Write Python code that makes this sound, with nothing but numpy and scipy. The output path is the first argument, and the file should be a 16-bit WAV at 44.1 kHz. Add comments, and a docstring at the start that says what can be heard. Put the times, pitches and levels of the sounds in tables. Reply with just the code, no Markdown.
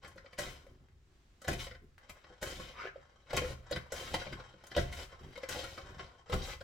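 """A potato is sliced in four forward strokes on a mandoline: random grains filtered to a crunch and a wet fizz.
Its plastic holder knocks on the frame (clusters of impacts through resonances) and glides on the ramp
(small catches); each return jolts and scrapes over the blades, and one stroke ends in a stick-slip judder.
The bowl beneath rings as damped modes, and the counter thumps, booms and groans.
A small hard room adds decaying reflections over a quiet room tone."""
import sys
import numpy as np
from scipy import signal
from scipy.fft import rfft, irfft
from scipy.io import wavfile
from scipy.ndimage import uniform_filter1d

SR = 44100
rng = np.random.default_rng(int(sys.argv[2]) if len(sys.argv) > 2 else 0)


def digitize_waveform(pressure):
    """Quantize a signal to 16-bit integers and store it at the path in sys.argv[1].

    Rows of a 2-D input are taken as channels; values are limited to [-1, 1].
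    """
    field = np.atleast_2d(pressure).T
    bounded = np.clip(field, -1, 1)
    quanta = np.round(bounded * 32767).astype(np.int16)
    wavfile.write(sys.argv[1], SR, quanta)


N = 292383
T = np.arange(N) / SR  # time/s
HZ = np.fft.rfftfreq(2 * N, 1 / SR)  # f/Hz, for a signal padded to twice its length
HIT = SR // 2  # samples given to one blow or one reverberant tail

# Relative spectra and event levels below are set before the fixed trims of the mix.
# Quiet air of the room: [f/Hz, relative level/dB]
ROOM_TONE_SPECTRUM = [(20, -4), (55, 0), (100, -10), (200, -20), (337, -16), (450, -23), (920, -26),
                      (1700, -27), (4200, -32), (7500, -36), (10500, -48), (16000, -50)]
# Reverberation of the kitchen: [f/Hz, t60/s, reverberant minus direct level/dB]
ROOM_DECAY = [(102, 0.49, -12), (237, 0.27, -9.5), (480, 0.57, -7), (1120, 0.48, 5.5), (3450, 0.3, 3.5),
              (8100, 0.32, 6), (16000, 0.36, 5)]
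# Lateral balance: [f/Hz, left minus right level/dB]
LEFT_LEAN = [(100, .5), (500, .9), (1000, 2.4), (2000, 3.4), (4000, 3.8), (8000, 2.1), (14000, 2.3)]
# Modes of the counter top: [f/Hz, t60/s, level/dB]
COUNTER_MODES = [(31.5, 0.25, -11), (47, 0.48, 4), (73, 0.49, -0.5), (127.3, 0.52, 4.5), (191.6, 0.23, 3.5),
                 (258, 0.1, 4), (332, 0.077, 9.5)]
# Rocking of the counter: [f/Hz, relative level/dB]
BOOM_SPECTRUM = [(12, -28.5), (30, 3), (52, 0), (75, 4), (110, -7), (160, -28.5), (400, -58.5)]
# Friction of the bowl's foot on the counter: [f/Hz, relative level/dB]
GROAN_SPECTRUM = [(80, -24), (135, 8), (190, -6.5), (260, -3.5), (305, -11), (365, -2), (430, -9),
                  (900, -45.5)]
# The bowl's foot shifts on the counter: [t/s, length/s, groan level/dB, boom level/dB]
FOOT_SHIFTS = [(0.044, 0.19, -70, -65), (0.45, 0.049, -57, -51), (0.685, 0.049, -62.5, -61.5),
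               (0.796, 0.026, -64, -62), (0.913, 0.054, -77, -61.5), (1.48, 0.032, -37, -56),
               (1.817, 0.02, -55, -84), (2.078, 0.04, -67, -60), (2.45, 0.15, -60, -58),
               (3.703, 0.071, -42.5, -45.5), (4.105, 0.092, -52.5, -47), (4.305, 0.046, -47, -52.5),
               (4.781, 0.018, -41, -35.5), (4.86, 0.14, -74, -58), (5.193, 0.11, -50.5, -55),
               (5.81, 0.083, -62, -57), (5.892, 0.16, -55.5, -59), (6.333, 0.027, -43, -34)]
# Modes of the bowl under the slicer: [f/Hz, t60/s, level/dB]
BOWL_MODES = [(335.7, 0.24, -18), (381.8, 0.18, -9.5), (508.5, 0.19, -8), (540, 0.053, 4),
              (588, 0.073, -6.5), (673.6, 0.12, -14.5), (698, 0.12, -5.5), (760, 0.084, -9.5)]
# Resonances of the slicer frame: [f/Hz, width/Hz, level/dB]
FRAME_RESONANCES = [(1064.4, 35.5, 1.5), (1416, 164, -4.5), (1541, 120, -7), (2010, 140, -7),
                    (2210, 136, -7), (2594, 8.2, -7), (3112, 170, -1.5), (3820, 160, -4), (4050, 310, -7),
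                    (4900, 370, -4.5), (5790, 680, -1.5), (7480, 150, 1)]
# Holder gliding on the ramp: [t/s, length/s, level/dB]
RAMP_GLIDES = [(0.013, 0.032, -56), (0.177, 0.36, -70.5), (0.618, 0.24, -76), (1.982, 0.37, -63),
               (2.89, 0.29, -67), (3.257, 0.05, -56), (3.34, 0.019, -56), (3.621, 0.74, -61.5),
               (4.24, 0.17, -57.5), (4.57, 0.38, -62), (5.078, 0.37, -59), (5.83, 0.23, -55.5),
               (6.256, 0.08, -55.5)]
# Plastic rubbing on the ramp: [f/Hz, relative level/dB]
GLIDE_SPECTRUM = [(200, -32), (380, 4.5), (540, 14), (850, 3.5), (1500, 0), (2300, -3.5), (4000, -9),
                  (7000, -19), (10000, -22.5), (16000, -55)]
# Holder sticking and slipping at the foot of the ramp:
# [t/s, slip rate/(1/s), squeak f/Hz, frame level/dB, bowl ring level/dB]
STICK_SLIP = [(2.745, 150, 1120, -58, -68), (2.775, 150, 1190, -47, -62), (2.805, 140, 1250, -44, -58),
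              (2.825, 115, 1500, -44, -58), (2.855, 130, 1510, -44, -47), (2.875, 130, 1520, -45, -53),
              (2.895, 130, 1550, -56, -60)]
# Scraping of the stick-slip contact: [f/Hz, relative level/dB]
RASP_SPECTRUM = [(400, -45), (1000, -1.5), (1600, 0), (2250, 3.5), (3200, -8.5), (5000, -16.5), (8000, -29),
                 (16000, -37)]
# Holder meeting the frame: [t/s, clack level/dB, edge tick level/dB, bowl ring level/dB,
# counter thump level/dB, clack centre f/Hz, bowl centre f/Hz]
FRAME_KNOCKS = [(0.033, -53, -69, -59, -68, 920, 490), (0.0462, -48.5, -63, -58.5, -55, 2160, 590),
                (0.0772, -59, -56.5, -69, -58, 1280, 347), (0.1594, -70, -69, -54, -56, 1500, 532),
                (0.1786, -50.5, -72, -59, -69, 1820, 520), (0.2449, -77, -86, -54, -76, 910, 527),
                (0.2606, -55, -90, -68, -65, 2260, 475), (0.3298, -52.5, -64, -56, -74, 2220, 520),
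                (0.3865, -38.5, -40.5, -41, -39, 1770, 576), (0.666, -65, -74, -54.5, -64, 1950, 522),
                (1.4175, -54.5, -54, -59, -68, 1440, 566), (1.4456, -48, -55.5, -48.5, -67, 1780, 506),
                (1.481, -34, -38.5, -32.5, -42, 1700, 348), (1.5146, -45, -50, -61, -36.5, 1970, 396),
                (1.531, -43, -45, -50, -37, 2270, 394), (1.599, -52, -70, -66, -48, 2200, 358),
                (1.6676, -47, -75, -49.5, -59, 1970, 545), (1.7114, -49.5, -83, -53, -65, 1910, 503),
                (1.7485, -52.5, -82, -57, -63, 1900, 513), (2.0948, -48.5, -51, -58, -62, 2200, 575),
                (2.2424, -55.5, -86, -61, -62, 2050, 368), (2.301, -68, -90, -55.5, -54, 1470, 500),
                (2.427, -39, -41, -40, -56, 1820, 590), (2.5961, -46, -66, -48, -44, 1060, 520),
                (2.8477, -56, -77, -46, -70, 1480, 375), (2.958, -63, -88, -44, -63, 1580, 540),
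                (3.3051, -44, -59, -52, -49, 1960, 580), (3.3309, -41, -47, -33, -58, 1040, 607),
                (3.3664, -37, -32, -44, -44, 1060, 620), (3.3715, -29.5, -42, -36, -35, 2600, 504),
                (3.4176, -43, -60, -34, -37, 2470, 507), (3.4436, -44, -66, -39, -48, 1560, 522),
                (3.5044, -65, -61, -45.5, -38.5, 2230, 533), (3.711, -45.5, -46.5, -35.5, -68, 1760, 543),
                (3.7231, -37.5, -55, -39, -40.5, 4000, 511), (3.7596, -36.5, -51.5, -51, -47, 1470, 416),
                (3.921, -42.5, -40.5, -37.5, -51, 1720, 520), (4.1406, -30, -42, -34, -43, 865, 530),
                (4.1474, -43, -42, -39, -46, 1080, 672), (4.2155, -44.5, -68, -45.5, -51, 1500, 524),
                (4.2665, -47.5, -77, -45.5, -43, 2160, 580), (4.326, -43, -59, -57, -38.5, 2230, 334),
                (4.3984, -49, -86, -54.5, -67, 1430, 554), (4.5396, -62, -83, -58.5, -52.5, 1448, 530),
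                (4.6383, -57.5, -61, -65, -59, 1780, 550), (4.6683, -58, -53.5, -72, -67, 1540, 571),
                (4.715, -45.5, -61, -55, -47, 1790, 382), (4.7481, -43, -63, -47, -66, 2970, 490),
                (4.7651, -35, -43, -29, -35, 3180, 620), (4.7771, -35.5, -66, -31, -30, 1830, 538),
                (4.9247, -46, -50.5, -62, -62, 1940, 500), (5.125, -56.5, -76, -54.5, -56, 1630, 568),
                (5.3298, -58.5, -68, -68, -68, 2030, 520), (5.3559, -48, -63, -54, -55, 2180, 510),
                (5.375, -48, -59.5, -46.5, -58, 1050, 532), (5.4332, -42.5, -59, -39.5, -48.5, 1850, 540),
                (5.4886, -42, -39, -45.5, -45, 1940, 501), (5.5894, -47, -57, -43.5, -61, 3070, 555),
                (5.6406, -43.5, -49, -50, -45, 1420, 495), (5.7764, -44, -58, -50.5, -60, 1100, 625),
                (5.9933, -43, -71, -48, -56, 1280, 470), (6.2969, -46.5, -57, -39, -46, 1080, 513),
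                (6.3268, -34.5, -49, -37, -33.5, 1070, 490), (6.3373, -37.5, -44, -36, -33.5, 1050, 400),
                (6.6089, -50.5, -62, -47, -70, 1510, 540)]
# Impact on the frame: [f/Hz, relative level/dB]
CLACK_SPECTRUM = [(250, 5), (600, -7), (1000, 0), (2000, 0.5), (3200, -6), (5000, -10), (7000, -35.5),
                  (10000, -33), (16000, -69)]
# Forward strokes through the blades: [t/s, length/s, crunch level/dB, wet fizz level/dB,
# bowl ring level/dB, easing/(dB/s), crunch centre f/Hz, load on the counter, level/dB]
FORWARD_CUTS = [(0.377, 0.18, -40, -46, -43.5, 91, 1640, -56.5),
                (2.412, 0.26, -43, -48, -44, 38, 2290, -52),
                (3.923, 0.29, -44.5, -51, -47.5, 11.5, 2120, -51),
                (5.496, 0.3, -41, -48, -43, 43.5, 2000, -52)]
# Return strokes over the blades: [t of jolt/s, jolt level/dB, lag until the scrape/s, scrape length/s,
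# crunch level/dB, wet fizz level/dB, bowl ring level/dB, crunch centre f/Hz]
BLADE_RETURNS = [(1.472, -38.5, 0.1, 0.082, -45.5, -52.5, -66, 2220),
                 (3.336, -37, 0.094, 0.088, -47, -57.5, -50, 2770),
                 (4.764, -37, 0.15, 0.13, -43.5, -54, -48.5, 2160),
                 (6.316, -37, 0.1, 0.12, -42, -52.5, -49.5, 2130)]
# Flesh breaking at the blades: [f/Hz, relative level/dB]
CRUNCH_SPECTRUM = [(300, -10), (700, 4), (1200, 0), (2200, 2), (4000, -0.5), (6000, -7), (8000, -13),
                   (11000, -66), (16000, -18)]
# Wet fizz at the blades, also the colour of edge ticks: [f/Hz, relative level/dB]
FIZZ_SPECTRUM = [(3000, -22), (6000, -0.5), (7800, -1.5), (9000, -5.5), (11000, -7.5), (13000, -9.5),
                 (16000, -14.5)]

TOP_HZ = 15950
ROOM_TONE_DB = -70.5
RESTING_BOOM_DB, RESTING_GROAN_DB = -69.5, -72  # under the steadying hand
SHIFT_RISE_S, SHIFT_FALL_S = 0.025, 0.027
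ROCK_FALL_S, GROAN_FALL_S, UNLOAD_S = 0.14, 0.083, 0.19  # settling after a jolt and after a cut
LOAD_SAG_DB_PER_S = 22.5  # the arm leans less as a cut goes on
GLIDE_RISE_S, GLIDE_FALL_S, GLIDE_CENTRE_HZ = 0.016, 0.094, 1860
SCUFF_S, SCUFF_DB = 0.0062, -8  # growth time of the rub before a knock; level relative to the clack
# a clack of level RATTLE_AT_DB has decay time RATTLE_S; growth in dB of time per dB of level
RATTLE_S, RATTLE_AT_DB, RATTLE_GROWTH = 0.0049, -44.5, 0.1
BITE_DB, BITE_S = 1, 0.075  # the blades' first bite is louder
CUT_RISE_S, CUT_FALL_S, DRYING_DB_PER_S = 0.01, 0.06, 28  # the fizz dies sooner than the crunch
SCRAPE_RISE_S, SCRAPE_FALL_S, SCRAPE_SAG_DB_PER_S = 0.024, 0.014, 35
JOLT_RISE_S, JOLT_FALL_S = 0.009, 0.063
JOLT_CRUNCH_DB, JOLT_FIZZ_DB, JOLT_BOWL_DB = -3.5, -17, -3  # relative to the jolt
CATCH_RATE, CATCH_DB = 55, 2.5  # the blades catch and let go: changes a second, spread of level


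def undb(db):
    """Level: decibels convert to an amplitude ratio."""
    return 10 ** (np.asarray(db) / 20)


def unit(x):
    """Normalisation: the signal is scaled to rms 1."""
    return x / np.sqrt(np.mean(x ** 2))


def even(x, span_s):
    """Automatic levelling: division by the running rms holds a rumble near rms 1."""
    return x / np.sqrt(uniform_filter1d(x ** 2, int(span_s * SR)) + 1e-18)


def along(points, hz, column=1):
    """Interpolation: a table is read on a log-frequency axis."""
    rows = np.array(points)
    return np.interp(np.log(hz + 1), np.log(rows[:, 0]), rows[:, column])


def shape(x, gain):
    """Linear filtering: the spectrum is multiplied by a response given on HZ."""
    return irfft(rfft(x, 2 * N) * gain)[..., :N]


def causal(gain):
    """Minimum phase: the folded cepstrum gives a response that rings only after a blow."""
    cepstrum = irfft(np.log(gain))
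    cepstrum[1:N] *= 2
    cepstrum[N + 1:] = 0
    return np.exp(rfft(cepstrum))


def envelope(start, length, rise_s, fall_s, sag_db_per_s=0):
    """Transient envelope: linear attack, a hold that may sag, and exponential release."""
    age = (T - start).clip(0)
    attack = (age / rise_s).clip(0, 1)
    hold = undb(-sag_db_per_s * np.minimum(age, length))
    release = np.exp(-(age - length).clip(0) / fall_s)
    return attack * hold * release


def flutter(rate, depth_db):
    """Random modulation: a gain wanders between Gaussian levels drawn `rate` times a second."""
    knots = rng.standard_normal(8192)
    return undb(depth_db * np.interp(T * rate, np.arange(len(knots)), knots))


def grains(rate, spread_db):
    """Shot noise: tiny random snaps, a few much larger than the rest."""
    size = undb(spread_db * rng.exponential(size=N).clip(0, 4))
    happens = rng.random(N) < rate / SR
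    return unit(happens * size * np.sign(rng.standard_normal(N)))


def chatter(rise_s, fall_s):
    """Contact force: one contact is a quick cluster of small impacts of uneven size."""
    t = T[:HIT]
    impacts, size = rng.standard_normal((2, HIT))
    return impacts * undb(6.15 * size) * (1 - np.exp(-t / rise_s)) * np.exp(-t / fall_s)


def ring(modes, scatter_db, detune, weight=1):
    """Modal decay: damped sines whose strength and tuning vary at random with where the holder presses."""
    hz, t60, db = np.array(modes).T[:, :, None]
    strength, stretch = rng.standard_normal((2, len(modes), 1))
    t = T[:HIT]
    decay = undb(db + scatter_db * strength) * np.exp(-np.log(1000) * t / t60)
    waves = decay * np.sin(2 * np.pi * hz * (1 + detune * stretch) * t)
    return np.sum(waves.T * weight, axis=1)


def focus(hz, centre_hz, octaves, depth_db):
    """Selective excitation: the contact point favours the resonances around one pitch."""
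    closeness = np.exp(-(np.log2((hz + 1) / centre_hz) / octaves) ** 2)
    return undb(depth_db * (closeness - 1))


def travel(x, centre_hz, octaves, depth_db):
    """Moving excitation: the favoured pitch shifts as the holder travels along the frame."""
    hz, s, frames = signal.stft(x, SR, nperseg=256)
    gain = focus(hz[:, None], np.interp(s, T, centre_hz), octaves, depth_db)
    return signal.istft(frames * gain, SR)[1][:N]


def blow(x, db):
    """Impact level: the energy of a blow is referred to 20 ms."""
    return x * undb(db) / np.sqrt(np.sum(x ** 2) / (SR / 50))


def frame(plain_db):
    """Resonant radiation: the powers of the frame's resonances add to a broad floor."""
    power = undb(plain_db) ** 2
    for hz, width, db in FRAME_RESONANCES:
        power = power + undb(db) ** 2 / (1 + (2 * (HZ - hz) / width) ** 2)
    return np.sqrt(power)


def room_tone():
    """Interaural coherence: quiet noise, slightly swelling, has nearly the same bass at both ears."""
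    mid, side = shape(rng.standard_normal((2, N)), undb(along(ROOM_TONE_SPECTRUM, HZ)))
    side = shape(side, np.clip(HZ / 1200, .15, .85))
    ears = unit(np.array([mid + side, mid - side]))
    return undb(ROOM_TONE_DB) * ears * flutter(rate=7.9, depth_db=2.4)


def reflections(count):
    """Reverberant decay: band noise dies by its t60 at each ear, once for each of several patterns."""
    t = T[:HIT]
    hz = np.fft.rfftfreq(HIT, 1 / SR)
    noise = rfft(rng.standard_normal((count, 2, HIT)))
    near = (1 + 3.33 * np.exp(-t / 0.012)) * (t > .0015)  # counter and wall reflect first
    tails = 0
    for centre in 2. ** np.arange(5, 15):  # octave bands
        band = irfft(noise * (abs(np.log2((hz + 1) / centre)) < .5), HIT)
        fade = near * np.exp(-np.log(1000) * t / along(ROOM_DECAY, centre))
        tails = tails + band * fade / np.sqrt(np.sum(fade ** 2))
    return tails


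def kitchen(x):
    """Superposition: direct sound, a little to the left, plus reflections whose pattern changes each 0.1 s."""
    hz = np.fft.rfftfreq(2 * HIT, 1 / SR)
    wet = undb(along(ROOM_DECAY, hz, column=2))
    lean = undb(np.outer([1, -1], along(LEFT_LEAN, hz)) / 2)
    paths = lean * (1 + wet * rfft(reflections(count=11), 2 * HIT)) / np.sqrt(1 + wet ** 2 / 2)
    step = SR // 10
    padded, out = np.pad(x, (step, 2 * step)), np.zeros((2, N + 3 * HIT))
    for k, start in enumerate(range(0, N + step, step)):
        piece = padded[start:start + 2 * step] * np.hanning(2 * step)  # overlapping windows crossfade
        out[:, start:start + 2 * HIT] += irfft(rfft(piece, 2 * HIT) * paths[k % len(paths)])
    return out[:, step:step + N]


def counter():
    """Forced vibration: cuts, jolts and shifts rock the counter; the bowl's foot groans in short catches."""
    boom = even(shape(rng.standard_normal(N), undb(along(BOOM_SPECTRUM, HZ))), span_s=0.055)
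    catches = grains(rate=220, spread_db=1.0)
    groan = even(shape(catches, causal(undb(along(GROAN_SPECTRUM, HZ)))), span_s=0.079)
    load = 0
    for s, length, *_, db in FORWARD_CUTS:
        load = load + undb(db) * envelope(s, length, CUT_RISE_S, UNLOAD_S, LOAD_SAG_DB_PER_S)
    rock = undb(RESTING_BOOM_DB) + load
    drag = undb(RESTING_GROAN_DB) + undb(-3) * load
    for s, jolt_db, *_ in BLADE_RETURNS:
        rock = rock + undb(jolt_db) * envelope(s, JOLT_RISE_S, JOLT_RISE_S, ROCK_FALL_S)
        drag = drag + undb(jolt_db - 1.9) * envelope(s, JOLT_RISE_S, JOLT_RISE_S, GROAN_FALL_S)
    for s, length, groan_db, boom_db in FOOT_SHIFTS:
        shift = envelope(s, length, SHIFT_RISE_S, SHIFT_FALL_S)
        rock = rock + undb(boom_db) * shift
        drag = drag + undb(groan_db) * shift
    return undb(-2.0) * boom * rock + undb(-4.5) * groan * drag


def gliding(body):
    """Sliding friction: wet plastic slips in small catches, and the loose holder taps the rails at random."""
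    catches = grains(rate=1800, spread_db=2.5) * flutter(rate=45, depth_db=2)
    tap_force = chatter(rise_s=0.0012, fall_s=0.0046)
    taps = signal.fftconvolve(grains(rate=28, spread_db=0.5), tap_force)[:N]
    rub = shape(unit(catches) + unit(taps), causal(body * undb(along(GLIDE_SPECTRUM, HZ))))
    centre_hz = GLIDE_CENTRE_HZ * flutter(rate=18, depth_db=3.5)
    rub = unit(travel(rub, centre_hz, octaves=0.37, depth_db=5.5))
    motion = 0
    for s, length, db in RAMP_GLIDES:
        motion = motion + undb(db) * envelope(s, length, GLIDE_RISE_S, GLIDE_FALL_S)
    return undb(-1) * rub * motion


def judder(body):
    """Stick-slip: every slip jolts frame and bowl and renews a squeak that rises as the holder moves."""
    s, rate, squeak_hz, frame_db, bowl_db = np.array(STICK_SLIP).T
    slip_rate = np.interp(T, s, rate)
    cycle = np.cumsum(slip_rate * flutter(rate=120, depth_db=2.2)) / SR % 1
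    jolt = np.exp(-cycle / slip_rate / .0028)
    pitch = np.interp(T, s, squeak_hz) * flutter(rate=300, depth_db=.5)
    squeak = jolt * np.sin(2 * np.pi * np.cumsum(pitch) / SR)
    squeak = unit(shape(squeak, 1 / (1 + (HZ / 3000) ** 4)))  # each slip's squeak is dulled above about 3 kHz
    scrape = jolt * rng.standard_normal(N)
    rasp = unit(shape(scrape, causal(body * undb(along(RASP_SPECTRUM, HZ)))))
    bowl = unit(shape(scrape, focus(HZ, 500, octaves=1.67, depth_db=61)))
    frame_sound = undb(-3) * squeak + undb(-4.5) * rasp
    contact = envelope(s[0] - 0.015, s[-1] - s[0] + 0.0069, 0.0032, 0.005)
    frame_gain, bowl_gain = undb(np.interp(T, s, frame_db)), undb(np.interp(T, s, bowl_db))
    return contact * (frame_sound * frame_gain + bowl * bowl_gain)


def scuffs(body):
    """Closing friction: a brief rub grows exponentially into each knock as the holder nears the frame."""
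    gain = np.zeros(N)
    lead = np.exp(-T[:HIT][::-1] / SCUFF_S)
    for s, clack_db, *_ in FRAME_KNOCKS:
        end = int(s * SR)
        gain[max(end - HIT, 0):end] += undb(clack_db + SCUFF_DB) * lead[-end:]
    rub = shape(grains(rate=4500, spread_db=4), causal(body * undb(along(CRUNCH_SPECTRUM, HZ))))
    return gain * unit(rub)


def knocks(body):
    """Impact excitation: each knock ticks at the edge, clacks in the frame, rings bowl and thumps counter."""
    out = np.zeros(N + HIT)
    hz = np.fft.rfftfreq(HIT, 1 / SR)
    clack_gain = rfft(irfft(causal(body * undb(along(CLACK_SPECTRUM, HZ))))[:HIT])
    tick_gain = rfft(irfft(causal(undb(along(FIZZ_SPECTRUM, HZ))))[:HIT])
    mode_hz = np.array(BOWL_MODES)[:, 0]
    for s, clack_db, tick_db, bowl_db, thump_db, clack_hz, bowl_hz in FRAME_KNOCKS:
        rattle_s = RATTLE_S * undb(RATTLE_GROWTH * (clack_db - RATTLE_AT_DB))
        colour = clack_gain * focus(hz, clack_hz, octaves=0.32, depth_db=8)
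        clack = irfft(rfft(chatter(rise_s=0.0011, fall_s=rattle_s)) * colour)
        tick = irfft(rfft(chatter(rise_s=0.000053, fall_s=0.0043)) * tick_gain)
        weight = focus(mode_hz, bowl_hz, octaves=0.084, depth_db=15.5)
        bowl = ring(BOWL_MODES, scatter_db=5.5, detune=0.014, weight=weight)
        bowl = bowl * (1 - np.exp(-T[:HIT] / 0.0031))  # the ring builds as the frame passes the blow down
        thump = ring(COUNTER_MODES, scatter_db=4.0, detune=0.034)
        hit = blow(clack, clack_db - 3) + blow(tick, tick_db - 7.5)
        hit = hit + blow(bowl, bowl_db - 1.5) + blow(thump, thump_db - 4.5)
        start = int(s * SR)
        out[start:start + HIT] += hit
    return out[:N]


def strokes():
    """Work at the blades: gains of crunch, fizz and bowl; a cut bites and eases, a return jolts then scrapes."""
    gains = np.zeros((3, N))
    for s, length, crunch_db, fizz_db, bowl_db, easing, _, _ in FORWARD_CUTS:
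        age = (T - s).clip(0)
        push = envelope(s, length, CUT_RISE_S, CUT_FALL_S, easing) * undb(BITE_DB * np.exp(-age / BITE_S))
        gains += [push * undb(crunch_db), push * undb(fizz_db - DRYING_DB_PER_S * age), push * undb(bowl_db)]
    for s, jolt_db, lag, length, crunch_db, fizz_db, bowl_db, _ in BLADE_RETURNS:
        jolt = undb(jolt_db) * envelope(s, JOLT_RISE_S, JOLT_RISE_S, JOLT_FALL_S)
        scrape = envelope(s + lag, length, SCRAPE_RISE_S, SCRAPE_FALL_S, SCRAPE_SAG_DB_PER_S)
        gains += np.outer(undb([JOLT_CRUNCH_DB, JOLT_FIZZ_DB, JOLT_BOWL_DB]), jolt)
        gains += np.outer(undb([crunch_db, fizz_db, bowl_db]), scrape)
    return gains


def cutting(body):
    """Fracture noise: cells burst in a dense uneven crunch with a wet fizz, which also shakes the bowl."""
    catch = flutter(CATCH_RATE, CATCH_DB)
    crunch_gain, fizz_gain, bowl_gain = strokes()
    bursts = grains(rate=2600, spread_db=4.0) * catch
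    bursts = shape(bursts, causal(body * undb(along(CRUNCH_SPECTRUM, HZ))))
    colours = [(row[0], row[6]) for row in FORWARD_CUTS] + [(row[0], row[7]) for row in BLADE_RETURNS]
    starts, centres = np.array(sorted(colours)).T
    stroke_hz = centres[(np.searchsorted(starts, T) - 1).clip(0)]  # each stroke has its own colour
    centre_hz = stroke_hz * flutter(rate=25, depth_db=2.5)
    crunch = unit(travel(bursts, centre_hz, octaves=0.98, depth_db=5.5))
    fizz = unit(shape(grains(rate=7500, spread_db=5), undb(along(FIZZ_SPECTRUM, HZ))))
    shakes = grains(rate=580, spread_db=5.0) * catch
    bowl = unit(signal.fftconvolve(shakes, ring(BOWL_MODES, scatter_db=0.5, detune=0.013))[:N])
    return undb(-3.0) * crunch * crunch_gain + undb(-3.5) * fizz * fizz_gain + undb(-3) * bowl * bowl_gain


def scene():
    """Superposition: all the work on the slicer sums, is heard in the kitchen, and joins the room tone."""
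    body = frame(plain_db=-12)
    holder = gliding(body) + judder(body) + scuffs(body) + knocks(body)
    return room_tone() + kitchen(counter() + holder + cutting(body))


def record(dry):
    """Band limitation: a steep elliptic low-pass removes the extreme treble."""
    return signal.sosfilt(signal.ellip(10, .2, 70, TOP_HZ, fs=SR, output="sos"), dry)


dry = scene()
out = record(dry)
digitize_waveform(out)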